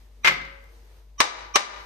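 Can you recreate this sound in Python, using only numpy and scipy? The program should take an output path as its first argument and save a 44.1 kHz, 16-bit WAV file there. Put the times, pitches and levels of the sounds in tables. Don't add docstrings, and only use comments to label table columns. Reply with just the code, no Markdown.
import sys
import numpy as np
from scipy import signal
from scipy.fft import rfft, irfft, next_fast_len
from scipy.io import wavfile

SR = 44100
rng = np.random.default_rng(int(sys.argv[2]) if len(sys.argv) > 2 else 0)


def to_linear_factor(level_db):
    exponent = np.asarray(level_db, float) / 20
    return 10 ** exponent


def wav_record(signal):
    frames = np.transpose(np.atleast_2d(signal))
    bounded = np.clip(frames, -1, 1)
    quanta = np.round(bounded * 32767).astype(np.int16)
    wavfile.write(sys.argv[1], SR, quanta)


N = 81585

# pitch_hz, level_db (rms), wobble_db, wander_rad, pan_db (left over right)
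HUM_TONES = [
    (50, -50.5, 0, .1, 2.5),
    (237, -78.5, 6, 0.4, 2.5),
    (600, -81, 0, 0.26, 12),
]
# pitch_hz, density_db (per Hz)
AIR_SPECTRUM = [(38, -23), (65, -9), (186, -25.5), (499, -40), (547, -45), (586, -41), (1800, -45),
                (4820, -44), (15500, -55.5)]
AIR_DB = -64.5
# pitch_hz, likeness (0 to 1)
AIR_LIKENESS = [(50, 0.95), (200, .8), (600, 0.4), (3000, .1), (9000, .2), (13000, .9)]
# pitch_hz, density_db (per Hz)
RUSTLE_SPECTRUM = [(180, -55), (300, -11.5), (461, -12), (652, -17), (794, -13), (1330, -21), (1590, -19.5),
                   (9760, -27.5), (15500, -32.5)]
# start_s, level_db
RUSTLE_EFFORT = [(0, -61), (.1, -67), (.58, -65), (.65, -64), (.74, -61), (.8, -62), (1.0, -62),
                 (1.07, -70), (1.6, -67), (1.85, -59)]

# pitch_hz, t60_s
ROOM_T60 = [(100, 1), (300, 0.63), (700, 0.65), (1300, 0.69), (2500, 0.59), (5000, 0.53), (9000, 0.33),
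            (14000, 0.11)]
# pitch_hz, likeness (-1 to 1)
WALL_LIKENESS = [(60, 0.8), (300, 0.63), (700, -0.08), (8000, -0.07), (10500, 0.1), (12000, .85)]
ROOM_BUILD_S, ROOM_LEFT_DB, WALL_DULL_HZ = 0.0025, 2, 9000
EARLY_DB, EARLY_T60_S = 5, 0.22

# start_s, level_db (peak), pan_db (left over right), snap_db
TICK_CONTACTS = [
    (0.641, -44, 1.5, -47),
]
# start_s, level_db (peak), pan_db (left over right), snap_db
STEEL_CONTACTS = [
    (.2455, -9, 3.5, -28),
    (.251, -10.5, 7.5, -38.5),
    (.259, -12, 6.5, -38.5),
    (.273, -4.5, 0, -24),
    (.280, -9, 10.5, -35.5),
    (.414, -35.5, 6, -60),
    (.449, -37.5, -2, -62),
]
# start_s, level_db (peak), pan_db (left over right), snap_db
HAMMER_CONTACTS = [
    (1.203, -4.5, 2.5, -17.5),
    (1.209, -14.5, 5, -38),
    (1.388, -38, 1, -69),
    (1.557, -4.5, 7, -18.5),
    (1.562, -14.5, 3, -34),
    (1.612, -28.5, -2, -59),
    (1.74, -40, 1, -72),
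]
# pitch_hz, level_db, t60_s
STEEL_MODES = [(132, -29, 0.22), (193.7, -30, 0.14), (371, -23, 0.22), (546.7, -20.5, 0.78),
               (1342, -8.5, .07), (1570, -12, .04), (1672, -6.5, 0.099), (2072, 0, .13), (2163, -8.5, .13),
               (2300, -6, 0.037), (2830, -23, 0.023), (6950, -13, 0.035), (11930, -28, .22),
               (12800, -20, 0.011)]
# pitch_hz, level_db, t60_s
WOOD_MODES = [(421, -13, 0.083), (637.6, -2.5, 0.071), (758, -6, 0.062), (970, -4, 0.105),
              (1081, -12.5, 0.2), (1173, -11, 0.11), (1213, -10.5, 0.2), (1275, -9, 0.22),
              (2068, -7.5, 0.046), (2320, -5, 0.035), (3000, -13.5, 0.023), (3899, -5.5, 0.076),
              (5060, -24, 0.0072), (6000, -22, 0.0096)]
# pitch_hz, density_db (per Hz)
STEEL_CRACK = [(76, -43), (130, -17), (595, -16.5), (1150, -10), (2410, -5), (7100, -24.5), (10400, -35),
               (12900, -33), (15500, -83)]
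# pitch_hz, density_db (per Hz)
WOOD_CRACK = [(120, -40), (200, -14), (1010, 2.5), (2380, -3.5), (3180, -6.5), (6020, -8), (7480, -11.5),
              (12500, -24.5), (15500, -54)]
TICK_MIX = {"modes_db": -19.5, "crack_db": -3, "crack_s": 0.0022, "wet_db": 2, "slap_db": -12}
STEEL_MIX = {"modes_db": -13, "crack_db": -0.5, "crack_s": 0.011, "wet_db": -2, "slap_db": 7.5}
WOOD_MIX = {"modes_db": -15, "crack_db": 4.5, "crack_s": .004, "wet_db": 1, "slap_db": 14.5}
TWIN_SPREAD, TWIN_DB, TWIN_FROM_HZ = 0.025, -5, 1100
SNAP_S, SNAP_HZ = 0.0012, 8600

# pitch_hz, level_db
MIC = [(6800, 1), (7400, -8.5), (8000, -0.5), (9500, -0.5), (10600, -9.5), (12500, 3), (14500, -4.5),
       (16500, -42.5)]
# start_s, bass_dip_db, treble_dip_db, swell_db (swell level),
# swell_s (swell length)
DUCKS = [
    (0.2457, 10.5, -0.5, -24.5, 0.016),
    (.275, -9.5, 3, -8, 0.0093),
    (1.205, 10.5, 9, -20, .028),
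    (1.558, 11, 10.5, -8, 0.021),
]
DUCK_ATTACK_S, DUCK_HOLD_S, DUCK_RELEASE_S, SPLIT_HZ = 0.025, 0.09, 0.12, 450
# pitch_hz, level_db
SWELL_TONES = [(1150, -7.5), (2400, -6), (3050, -8), (3800, -6), (5850, -0.5), (8000, -7)]
SWELL_LEFT_DB, SWELL_RISE_DB, SWELL_LAST_S, SWELL_LAST_DB = -3, 12.5, 0.003, 11
CLIP_TOP, CUTOFF_HZ = 1.3, 16100

BAND_EDGES_HZ = 25 * 2 ** np.arange(0, 9.4, 1 / 3)
OPPOSED = np.array([[1], [-1]])


def rms_one(x):
    return x / np.sqrt(np.mean(x ** 2) + 1e-20)


def at_hz(points, hz):
    return np.interp(np.log(hz), np.log(np.array(points)[:, 0]), np.array(points)[:, 1])


def filtered(x, order, edge_hz, kind):
    return signal.sosfilt(signal.butter(order, edge_hz, kind, fs=SR, output="sos"), x)


def colour(x, spectrum):
    size = next_fast_len(2 * x.shape[-1])
    hz = np.maximum(np.fft.rfftfreq(size, 1 / SR), 10)
    cepstrum = irfft(np.log(to_linear_factor(at_hz(spectrum, hz))), size)
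    cepstrum[1:size // 2] *= 2
    cepstrum[size // 2 + 1:] = 0
    return irfft(rfft(x, size) * np.exp(rfft(cepstrum)), size)[..., :x.shape[-1]]


def drift(rate_hz):
    pole = np.exp(-80 * np.pi * rate_hz / SR)
    white = rng.standard_normal(N // 40 + 2002)
    slow = signal.lfilter([1], [1, -2 * pole, pole * pole], white)[2000:]
    return np.interp(np.arange(N) / 40, np.arange(len(slow)), rms_one(slow))


def stereo_bands(size, likeness):
    white = rng.standard_normal((2, 2, size))
    for k, (low, high) in enumerate(zip(BAND_EDGES_HZ, BAND_EDGES_HZ[1:])):
        hz = np.sqrt(low * high)
        mid, side = filtered(white[k % 2], 2, [low, high], "band")
        alike = at_hz(likeness, hz)
        yield hz, np.sqrt(1 + alike) * mid + np.sqrt(1 - alike) * side * OPPOSED


def hiss(spectrum, patchy_db):
    out, together = 0, drift(8)
    for hz, noise in stereo_bands(N, AIR_LIKENESS):
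        flicker_db = patchy_db * (0.59 * together + drift(15))
        out = out + to_linear_factor(at_hz(spectrum, hz) + flicker_db) * noise
    return rms_one(out)


def air():
    return to_linear_factor(AIR_DB + 1.5 * OPPOSED) * hiss(AIR_SPECTRUM, patchy_db=1.1)


def hum():
    t, out = np.arange(N) / SR, 0
    for hz, level_db, wobble_db, wander_rad, pan_db in HUM_TONES:
        level = np.sqrt(2) * to_linear_factor(level_db + wobble_db * drift(6) + pan_db / 2 * OPPOSED)
        out = out + level * np.sin(2 * np.pi * hz * t + wander_rad * drift(6))
    return out


def rustle():
    start_s, level_db = np.transpose(RUSTLE_EFFORT)
    effort = to_linear_factor(np.interp(np.arange(N) / SR, start_s, level_db))
    hollow = filtered(rng.standard_normal(N), 2, [435, 475], "band")
    return effort * (hiss(RUSTLE_SPECTRUM, patchy_db=0.87) + to_linear_factor(-8.5) * rms_one(hollow))


def room():
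    t, tail = np.arange(SR) / SR, 0
    for hz, noise in stereo_bands(SR, WALL_LIKENESS):
        late = to_linear_factor(-60 * t / at_hz(ROOM_T60, hz))
        early = to_linear_factor(EARLY_DB - 60 * t / EARLY_T60_S)
        tail = tail + (late + early) * noise
    tail = tail * (1 - np.exp(-(t / ROOM_BUILD_S) ** 2))
    return tail / np.sqrt(np.sum(tail ** 2) / 2) * to_linear_factor(ROOM_LEFT_DB * OPPOSED)


def with_twins(modes):
    return modes + [(hz * (1 + TWIN_SPREAD), db + TWIN_DB, t60_s) for hz, db, t60_s in modes
                    if hz > TWIN_FROM_HZ or hz < 200]


def ringing(modes, t):
    ring = 0
    for hz, level_db, t60_s in modes:
        stronger, sharper, turn = rng.normal(0, 1, 3)
        phase = min(hz / 700, 1.5) * turn * np.array([[1], [-1], [0]])
        decay = to_linear_factor(level_db + 2.53 * stronger - 60 * t / max(t60_s, 0.01))
        ring = ring + decay * np.sin(2 * np.pi * hz * t * (1 + 0.0025 * sharper) + phase)
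    return ring * np.minimum(t / 0.00037, 1)


def crack(spectrum, crack_s, t):
    envelope = np.exp(-t / crack_s) * np.minimum(t / 0.00068, 1)
    burst = colour(rng.standard_normal((2, len(t))) * envelope, spectrum)
    burst[1] += filtered(burst[0] - burst[1], 4, 10500, "high")
    return burst / np.max(np.abs(burst))


def snap(t):
    click = filtered(rng.standard_normal(len(t)) * np.exp(-t / SNAP_S), 4, SNAP_HZ, "high")
    return click / np.max(np.abs(click))


def struck(contacts, modes, spectrum, shop, modes_db, crack_db, crack_s, wet_db, slap_db):
    out, t = np.zeros((3, N + SR)), np.arange(SR // 2) / SR
    slap = colour(1.0 * (t == 0), spectrum)
    slap = to_linear_factor(slap_db) * slap / np.max(np.abs(slap))
    modes = with_twins(modes)
    for start_s, level_db, pan_db, snap_db in contacts:
        i = int(start_s * SR)
        gain = to_linear_factor(level_db + pan_db * np.array([[0.5], [-0.5], [0]]))
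        ring = to_linear_factor(modes_db) * ringing(modes, t)
        burst = to_linear_factor(crack_db) * crack(spectrum, crack_s, t)
        out[:, i:i + len(t)] += gain * (ring + np.vstack([burst, slap]))
        out[:2, i:i + len(t)] += to_linear_factor(snap_db) * snap(t)
    sent = filtered(out[2:, :N], 2, WALL_DULL_HZ, "low")
    return out[:2, :N] + to_linear_factor(wet_db) * signal.fftconvolve(shop, sent, axes=1)[:, :N]


def scene():
    shop = room()
    knocks = struck(STEEL_CONTACTS, STEEL_MODES, STEEL_CRACK, shop, **STEEL_MIX)
    blows = struck(HAMMER_CONTACTS, WOOD_MODES, WOOD_CRACK, shop, **WOOD_MIX)
    tick = struck(TICK_CONTACTS, STEEL_MODES, RUSTLE_SPECTRUM, shop, **TICK_MIX)
    return knocks + blows + tick + rustle() + air() + hum()


def swell(x, start_s, level_db, length_s):
    t, i = np.arange(int(length_s * SR)) / SR, int(start_s * SR)
    tones = 0
    for hz, tone_db in SWELL_TONES:
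        level = to_linear_factor(tone_db + rng.normal(0, 3, (2, 1)))
        tones = tones + level * np.sin(2 * np.pi * hz * t + rng.uniform(0, 4.5, (2, 1)))
    mix = tones + 0.43 * rng.standard_normal(tones.shape)
    last = to_linear_factor(SWELL_LAST_DB) * np.exp((t - length_s) / SWELL_LAST_S)
    grow = (to_linear_factor(SWELL_RISE_DB * (t / length_s - 1)) + last) * np.minimum(t / 0.005, 1)
    head = x[:, i:i + SR // 100]
    spread = signal.fftconvolve(head[:, ::-1], (grow * mix)[:, ::-1], axes=1)[:, ::-1][:, :len(t)]
    spread = spread / np.max(np.abs(spread)) * np.max(np.abs(head))
    out = np.zeros_like(x)
    out[:, i - len(t):i] = to_linear_factor(level_db + SWELL_LEFT_DB * OPPOSED) * spread
    return out


def low_pass(x):
    return signal.sosfilt(signal.butter(12, 16300, fs=SR, output="sos"), x)


def record(dry):
    t, heard = np.arange(N) / SR, colour(dry, MIC)
    bass_db, treble_db, ahead = 0, 0, 0
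    knots_s = np.cumsum([0, DUCK_ATTACK_S, DUCK_HOLD_S, DUCK_RELEASE_S])
    for start_s, bass_dip_db, treble_dip_db, swell_db, swell_s in DUCKS:
        dip = np.interp(t - start_s, knots_s, [0, 1, 1, 0])
        bass_db = bass_db - bass_dip_db * dip
        treble_db = treble_db - treble_dip_db * dip
        ahead = ahead + swell(heard, start_s, swell_db, swell_s)
    bass = signal.sosfiltfilt(signal.butter(2, SPLIT_HZ, fs=SR, output="sos"), heard)
    mix = to_linear_factor(bass_db) * bass + to_linear_factor(treble_db) * (heard - bass) + ahead
    rounded = CLIP_TOP * np.tanh(mix / CLIP_TOP)
    finished = signal.sosfilt(signal.cheby2(12, 60, CUTOFF_HZ, fs=SR, output="sos"), rounded)
    return low_pass(finished)


dry = scene()
out = record(dry)
wav_record(out)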